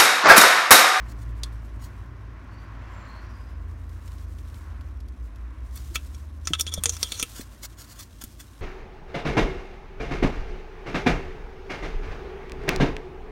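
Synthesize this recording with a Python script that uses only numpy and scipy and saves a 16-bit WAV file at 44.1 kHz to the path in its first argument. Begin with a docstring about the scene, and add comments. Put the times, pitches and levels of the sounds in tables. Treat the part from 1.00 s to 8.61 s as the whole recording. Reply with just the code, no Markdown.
"""Close on an engine bay: a machine hums and traffic slowly recedes, with vehicle passes at 0.1 s and 1.9 s.
A gloved hand rustles and crackles as it levers a screwdriver against a sensor; one early clink at 0.4 s.
Thin chirps come from 1.6 s, a far engine drones from about 2 s, and the glove ticks on the handle from 2.9 s.
From 4.8 s the blade snaps off its seat, clinks, bumps and scrapes over the casting and is pulled away.
Hum and engine are sines, tyres and rubber are coloured noise and slips, metal is short bursts through modes."""
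import sys
import numpy as np
from scipy import signal
from scipy.fft import rfft, irfft, next_fast_len
from scipy.io import wavfile
from scipy.ndimage import map_coordinates

SR = 44100
rng = np.random.default_rng(int(sys.argv[2]) if len(sys.argv) > 2 else 0)


def waveform_to_disk(signal):
    """Save audio, clipped to [-1, 1], as 16-bit WAV at the path in sys.argv[1]."""
    frames = np.transpose(np.atleast_2d(signal))
    scaled = np.clip(frames, -1, 1) * 32767
    samples = np.round(scaled).astype(np.int16)
    wavfile.write(sys.argv[1], SR, samples)


N = 335600  # length [samples]
TIME = np.arange(N) / SR


def amp(db):
    """Amplitude of a level in dB."""
    return 10 ** (np.asarray(db) / 20)


def unit(x):
    """x at rms 1."""
    return x / np.sqrt(np.mean(x ** 2) + 1e-20)


def along(points, hz):
    """Read a (frequency [Hz], level [dB]) table on a log frequency axis."""
    point_hz, value = np.transpose(points)
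    return np.interp(np.log(hz + 1), np.log(point_hz), value)


def curves(rows):
    """One value per sample for each column after the time."""
    s, *columns = np.transpose(rows)
    return [np.interp(TIME, s, column) for column in columns]


def during(rows, fade):
    """1 while a table runs, fading to 0 outside it over fade seconds."""
    start, end = rows[0][0], rows[-1][0]
    return np.interp(TIME, [start - fade, start, end, end + fade], [0, 1, 1, 0])


def wobble(rate):
    """A smooth random curve with rate knots a second."""
    knots = rng.standard_normal(int(N * rate / SR) + 4)
    return map_coordinates(knots, [TIME * rate])


def swell(s, length):
    """A bell-shaped rise and fall around time s."""
    return np.exp(-((TIME - s) / length) ** 2 / 2)


def coloured(x, gain):
    """x through a causal minimum-phase filter with the given gain over frequency."""
    m = 2 * next_fast_len(len(x) // 2 + 2048)
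    log_gain = np.log(np.maximum(gain(np.fft.rfftfreq(m, 1 / SR)), 1e-6))
    cepstrum = irfft(log_gain)
    # folding the cepstrum forward in time makes the filter causal
    cepstrum[1:m // 2] *= 2
    cepstrum[m // 2 + 1:] = 0
    return irfft(rfft(x, m) * np.exp(rfft(cepstrum)))[:len(x)]


def shaped(x, spectrum):
    """x with a (frequency [Hz], level [dB]) colour, at rms 1."""
    return unit(coloured(x, lambda hz: amp(along(spectrum, hz))))


def slips(rate, spread_db):
    """Tiny impulses at random moments, about rate a second and of uneven size, at rms 1."""
    moments = rng.random(N) < rate / SR
    signs = rng.choice([-1, 1], N)
    sizes = amp(spread_db * np.clip(rng.standard_normal(N), -2, 2))
    return unit(moments * signs * sizes)


def add(track, s, sound):
    """Mix a sound in at time s."""
    part = track[round(s * SR):][:len(sound)]
    part += sound[:len(part)]


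def bay(scatter_db=2, t60=0.034, room_db=-14, room_t60=0.14):
    """Direct sound, dense echoes from the engine parts and a weak workshop tail; new on every call."""
    t = np.arange(SR // 4) / SR
    near = rng.standard_normal(len(t)) * amp(-60 * t / t60)
    far = rng.standard_normal(len(t)) * amp(-60 * t / room_t60)
    near_echoes = amp(scatter_db) * near / np.linalg.norm(near)
    response = near_echoes + amp(room_db) * far / np.linalg.norm(far)
    response[0] += 1  # direct sound
    return response


def in_bay(x, drift_rate=8):
    """x with echoes that drift between two spots as the hand moves."""
    here, there = (signal.fftconvolve(x, bay())[:N] for _ in range(2))
    turn = 2 * wobble(drift_rate)
    return np.cos(turn) * here + np.sin(turn) * there


# the machine's hum, before trim and wavering: (time [s], fundamental level [dB], octave level [dB])
HUM_LEVELS = [(0.0, -33, -55), (0.12, -33.5, -38.5), (1.5, -43, -48.5), (2.11, -38, -48.5),
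              (3.89, -39, -51.5), (4.01, -37, -59), (4.97, -39, -46), (5.05, -42.5, -56), (7.5, -49.5, -61)]
HUM_HZ = 55.86  # centre of the slightly wandering fundamental


def hum(base_db=-1, octave_db=-3):
    """A machine turns at a nearly steady speed; fundamental and octave waver in level."""
    low_db, high_db = curves(HUM_LEVELS)
    phase = 2 * np.pi * np.cumsum(HUM_HZ + .5 * wobble(5.3)) / SR
    base = amp(low_db + base_db + 1.6 * wobble(7)) * np.sin(phase)
    octave = amp(high_db + octave_db + 2.5 * wobble(10)) * np.sin(2 * phase + 1.2 * wobble(12))
    return np.sqrt(2) * (base + octave)


# colour of the low traffic rumble: (frequency [Hz], level [dB])
RUMBLE_COLOUR = [(20, -9.5), (36, -6.5), (50, 18.5), (65, 1), (88, 17), (115, 5.5), (150, -3.5), (200, -1),
                 (300, 0.5), (420, -10.5), (700, -15.5), (2000, -56)]
# colour of the tyre roar: (frequency [Hz], level [dB])
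TYRE_COLOUR = [(200, 2), (450, -10.5), (610, 1.5), (800, -2), (970, 4), (1075, 8.5), (1200, 2), (1420, 2.5),
               (1850, -0.5), (2500, -7), (3500, -16), (6000, -21.5), (10000, -40), (16000, -39)]
# vehicles pass far off: (time [s], tyre roar level before flutter [dB], half length [s])
VEHICLE_PASSES = [(0.12, -60, 0.25), (1.937, -55, 0.35)]
# a distant engine: (time [s], firing rate [Hz], level before trim [dB])
ENGINE_DRONE = [(2.35, 66.1, -44), (2.61, 80.5, -37.5), (3, 84, -39.5), (3.9, 75.5, -38),
                (4.35, 58.24, -38), (4.68, 65.5, -36.5), (5.18, 72.75, -37), (5.93, 82.8, -35),
                (6.15, 81, -48)]
ROAR_DB, RUMBLE_DB = -53.5, -42.5  # steady traffic at the start: tyres (before flutter), low rumble
ROAR_FALL_DB_PER_S, RUMBLE_FALL_DB_PER_S = 0.92, 0.78  # the traffic slowly recedes


def traffic(engine_db=-1):
    """A far engine rises and falls in speed; tyres roar over a low rumble and swell as vehicles pass."""
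    rumble_level = amp(RUMBLE_DB - RUMBLE_FALL_DB_PER_S * TIME)
    rumble = rumble_level * shaped(rng.standard_normal(N), RUMBLE_COLOUR)
    steady_roar = amp(ROAR_DB - ROAR_FALL_DB_PER_S * TIME)
    passing_roar = sum(amp(db) * swell(s, length) for s, db, length in VEHICLE_PASSES)
    flutter = amp(1.5 * wobble(4.48))
    tyres = (steady_roar + passing_roar) * flutter * shaped(rng.standard_normal(N), TYRE_COLOUR)
    firing_hz, drone_db = curves(ENGINE_DRONE)
    firing = np.sin(2 * np.pi * np.cumsum(firing_hz) / SR)
    engine = np.sqrt(2) * amp(drone_db + engine_db) * during(ENGINE_DRONE, fade=0.27) * firing
    return rumble + tyres + engine


# the hand shifts its hold or pulls away: (start [s], length [s], rustle level before trim [dB])
HAND_MOVES = [(0, 0.99, -72), (2.2, 2.14, -74), (2.986, 0.64, -66), (4.754, 0.43, -60), (5.456, 2.07, -61),
              (5.978, .33, -50.5)]
MOVE_RISE_S, MOVE_FALL_S = 0.083, 0.095  # time constants: a move builds and dies away
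HOLDING_DB = -80  # rustle of the hand holding still, before trim


def hand_motion():
    """Rustle level in dB: every move rises, holds and dies away over the resting hand."""
    power = amp(HOLDING_DB) ** 2
    for start, length, db in HAND_MOVES:
        before = np.maximum(start - TIME, 0) / MOVE_RISE_S
        after = np.maximum(TIME - start - length, 0) / MOVE_FALL_S
        power = power + (amp(db) * np.exp(-before - after)) ** 2
    return 10 * np.log10(power)


# the glove brushes past things: (time [s], level before flutter [dB], half length [s])
GLOVE_SWISHES = [(.109, -56, 0.016), (0.222, -58.5, 0.019), (0.839, -54, 0.024), (4.785, -47.5, 0.024),
                 (4.959, -33.5, .008), (5.489, -41, 0.016), (6.392, -39.5, 0.024), (6.644, -40, 0.012),
                 (6.807, -47.5, 0.019), (6.899, -54, 0.034), (7.001, -46, 0.025), (7.219, -38, 0.005),
                 (7.244, -46, .009), (7.41, -49, 0.017)]
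# colour of sliding rubber: (frequency [Hz], level [dB])
RUBBER_COLOUR = [(200, -38), (600, 0.5), (2000, -1), (4000, 2), (6000, 2.5), (9000, 2.5), (10400, -2.5),
                 (12000, -0.5), (15500, -4)]
# colour of rubber slipping on the handle: (frequency [Hz], level [dB])
CREAK_COLOUR = [(300, -24), (1500, -5), (3500, 4.5), (6000, 0.5), (8000, -5.5), (10400, -3.5),
                (11800, -3.5), (13000, -7), (15500, -22.5)]
GRIP_DB, GRIP_FOLLOWS = -75.5, 0.49  # crackle of the strained rubber at rest; its dB per dB of rustle


def glove(rustle_db=1, swish_db=0):
    """Rubber slides with a fine grain, swishes among the engine parts, crackles more as the hand moves."""
    slide_db = hand_motion()
    slide_level = amp(slide_db + rustle_db + 3.2 * wobble(30))
    slide = slide_level * shaped(slips(rate=10000, spread_db=8.0), RUBBER_COLOUR)

    strokes = sum(amp(db) * swell(s, length) for s, db, length in GLOVE_SWISHES)
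    swish_level = amp(swish_db + 3.3 * wobble(90)) * strokes
    swish = swish_level * shaped(in_bay(slips(rate=1800, spread_db=4)), RUBBER_COLOUR)

    grip_db = GRIP_DB + GRIP_FOLLOWS * (slide_db - HOLDING_DB)
    crackle = amp(grip_db) * shaped(in_bay(slips(rate=190, spread_db=-0.5)), CREAK_COLOUR)
    return slide + swish + crackle


# modes of blade and casting: (frequency [Hz], width [Hz], level [dB])
STEEL_MODES = [(480, 23, -5.5), (1305, 39, -1.5), (2024, 44, -5.5), (2330, 89, -4), (2655, 49, -4),
               (3340, 150, 1), (3525, 200, 1), (4360, 200, -7), (5170, 130, -30), (5624, 120, -1),
               (6200, 580, -6), (6750, 104, -1.5), (6860, 32, -12), (7000, 320, -6.5), (8880, 180, -1),
               (11400, 160, -11.5)]
# the dry crack of a contact, before trim: (frequency [Hz], level [dB])
CRACK_COLOUR = [(150, -3.5), (450, -5.5), (850, -13.5), (1300, -6.5), (3400, -9.5), (4600, -5), (6200, -4),
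                (9500, -5), (15500, -23)]


def steel(hz, crack_db=-5):
    """Gain of blade and casting: hand-damped modes over a broad crack."""
    modes = sum(amp(db) ** 2 / (1 + (2 * (hz - centre) / width) ** 2) for centre, width, db in STEEL_MODES)
    crack = amp(crack_db + along(CRACK_COLOUR, hz)) ** 2
    return np.sqrt(modes + crack)


def favour(hz, best_hz, best_db, width=0.23):
    """Gain of the modes that one contact point excites best; width in log frequency."""
    return amp(best_db * np.exp(-(np.log((hz + 1) / best_hz) / width) ** 2))


def chatter(span=0.000484, size=256):
    """Metal on metal: a very short cluster of micro-bounces with a flat spectrum."""
    u = np.arange(size) / SR / span
    spectrum = rfft(rng.standard_normal(size) * np.sqrt(u) * np.exp(-u))
    return irfft(spectrum / np.abs(spectrum))


# the blade strikes: (time [s], level over 10 ms [dB], body tilt [dB], edge tilt [dB],
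#                     favoured frequency [Hz], favoured boost [dB])
BLADE_TAPS = [(0.434, -30.5, -4, 0.5, 4220, 10.5), (4.7579, -45.5, 7, 25, 11560, 9),
              (4.957, -24.5, 7, -10, 2690, 12.5), (5.1465, -49, 7, 5, 5630, 9),
              (5.4726, -24.5, 11, -1, 5700, 10.5), (5.5344, -19, 6.5, -8, 3120, 11),
              (5.5511, -34.5, 17, -13, 3460, 13), (5.597, -27, 2, 19, 3140, 12),
              (5.6095, -21, -12, 19, 5370, 14.5), (5.6665, -34, -0.5, -13, 3244, 6),
              (5.6761, -33, 7, -8, 3300, 16), (5.739, -25.5, 2.5, 10.5, 5760, 13),
              (5.8367, -22, 6, 10, 9200, 7.5), (5.857, -18.5, 2, -5, 7070, 7),
              (5.8939, -21.5, -3.5, 4, 6500, 13.5), (5.967, -38.5, 9, 5, 5590, 10),
              (6.0293, -20, -1.5, 5.5, 4840, 10), (6.1202, -27.5, 4, 5, 4070, 7),
              (6.197, -30.5, 7, 6, 5940, 4), (6.227, -22.5, 0.5, 11.5, 2660, 15),
              (7.239, -37, -5, 21, 4000, 2)]


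def taps(level_db=0):
    """Each contact chatters into the modes, with its own body, edge and favoured pitch."""
    out = np.zeros(N)
    for s, db, body_db, edge_db, best_hz, best_db in BLADE_TAPS:
        tilt = [(600, 0), (1400, body_db), (4000, 0), (6000, 0), (14000, edge_db)]  # (Hz, dB)
        contact = signal.fftconvolve(chatter(), bay())
        hit = coloured(contact, lambda hz: steel(hz) * amp(along(tilt, hz)) * favour(hz, best_hz, best_db))
        # the hit's whole energy counts as a level over 10 ms
        add(out, s, amp(db + level_db) * hit * np.sqrt(SR / 100) / np.linalg.norm(hit))
    return out


# faint thin chirps: (time [s], level of the modulated sine's envelope [dB], frequency [Hz],
#                     glide [Hz per s], half length [s])
THIN_CHIRPS = [(1.586, -65, 4570, 1200, .081), (2.005, -66, 7280, -800, 0.094),
               (2.143, -59, 4270, 1000, 0.11), (2.28, -66, 5650, -800, 0.067),
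               (2.38, -66.5, 4900, 600, 0.16)]


def chirps(width_hz=240):
    """Narrow gliding whistles: a sweeping sine blurred by a random envelope, barely above the background."""
    out = np.zeros(N)
    for s, db, hz, glide, length in THIN_CHIRPS:
        t = TIME - s
        envelope = amp(db) * np.exp(-(t / length) ** 2)
        whistle = np.sin(2 * np.pi * (hz + glide * t / 2) * t)
        out += envelope * unit(wobble(2 * width_hz)) * whistle
    return out


# the strained glove ticks on the handle: (time [s], level over 1 ms before trim [dB])
GLOVE_TICKS = [(2.894, -53.5), (3.078, -47), (3.1186, -50), (3.1838, -52), (3.3855, -50), (3.543, -47.5),
               (3.8101, -51), (4.0037, -51.5), (4.0852, -52), (4.359, -53.5)]


def ticks(level_db=3):
    """Rubber lets go of the handle in single dry slips, each a short burst of echoes."""
    out = np.zeros(N)
    for s, db in GLOVE_TICKS:
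        tick = shaped(bay(scatter_db=8, t60=0.031, room_db=0, room_t60=0.082), CREAK_COLOUR)
        # the tick's whole energy counts as a level over 1 ms
        add(out, s, amp(db + level_db) * tick * np.sqrt(SR / 1000) / np.linalg.norm(tick))
    return out


# dull bumps of hand and handle: (time [s], level before trim [dB], frequency [Hz], decay by 60 dB [s])
HANDLE_BUMPS = [(4.912, -42.5, 340.4, 0.12), (5.505, -27, 159, 0.085), (5.506, -28.5, 302, 0.056),
                (5.777, -31, 182, 0.084), (5.777, -22, 564, 0.013), (5.857, -35, 466, 0.15),
                (6.227, -29, 282, 0.027), (6.395, -30.5, 260, 0.043), (7.237, -32, 233, 0.042)]


def bumps(level_db=3, thud_db=-4):
    """Soft blows: one low damped mode and a muffled thud."""
    out, t = np.zeros(N), np.arange(SR // 4) / SR
    thud_colour = [(70, 3.5), (160, -7), (350, -12.5), (700, -22.5), (1500, -52), (4000, -88)]  # (Hz, dB)
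    for s, db, hz, t60 in HANDLE_BUMPS:
        thud = shaped(rng.standard_normal(len(t)), thud_colour)
        fade = amp(-60 * t / t60) * (1 - np.exp(-t / .001))  # soft onset, then decay
        mode = np.sin(2 * np.pi * hz * t)
        add(out, s, amp(db + level_db) * fade * (mode + amp(thud_db) * thud))
    return out


# the blade drags over the casting: (time [s], level [dB], half length [s], favoured frequency [Hz])
SCRAPE_STROKES = [(4.973, -46, 0.0098, 3350), (5.457, -43, 0.0046, 5900), (5.545, -38, 0.0073, 3420),
                  (5.605, -29, .01, 3350), (5.684, -37.5, 0.012, 3380), (5.731, -35.5, 0.0078, 3380),
                  (5.779, -39.5, .011, 3470), (5.885, -38.5, 0.012, 6800), (5.947, -39.5, .016, 6000),
                  (6.062, -35, 0.018, 3300), (6.146, -39, 0.026, 4140), (6.208, -31.5, 0.015, 6240)]


def scrape(level_db=0, best_db=13):
    """The tip sticks and slips over rough metal and keeps the modes ringing."""
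    out = np.zeros(N)
    friction = in_bay(slips(rate=600, spread_db=3.0))
    t = np.arange(-SR // 8, SR // 8) / SR
    for s, db, length, best_hz in SCRAPE_STROKES:
        rub = friction[round(s * SR):][:len(t)]
        grit = coloured(rub, lambda hz: steel(hz) * favour(hz, best_hz, best_db, width=0.12))
        stroke = np.exp(-(t / length) ** 2 / 2)
        add(out, s + t[0], amp(db + level_db) * stroke * unit(grit))
    return out


def scene():
    """The tool and the glove in front of the workshop background."""
    background = hum() + traffic() + chirps()
    rubber = glove() + ticks()
    tool = taps() + bumps() + scrape()
    return (background + rubber + tool)[None]


TOP_HZ = 15900  # band limit of the recorder


def record(dry):
    """The recorder keeps nothing above its band limit."""
    m = next_fast_len(N + SR // 2)
    passband = np.fft.rfftfreq(m, 1 / SR) < TOP_HZ
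    return irfft(rfft(dry, m) * passband, m)[..., :N]


dry = scene()
out = record(dry)
waveform_to_disk(out)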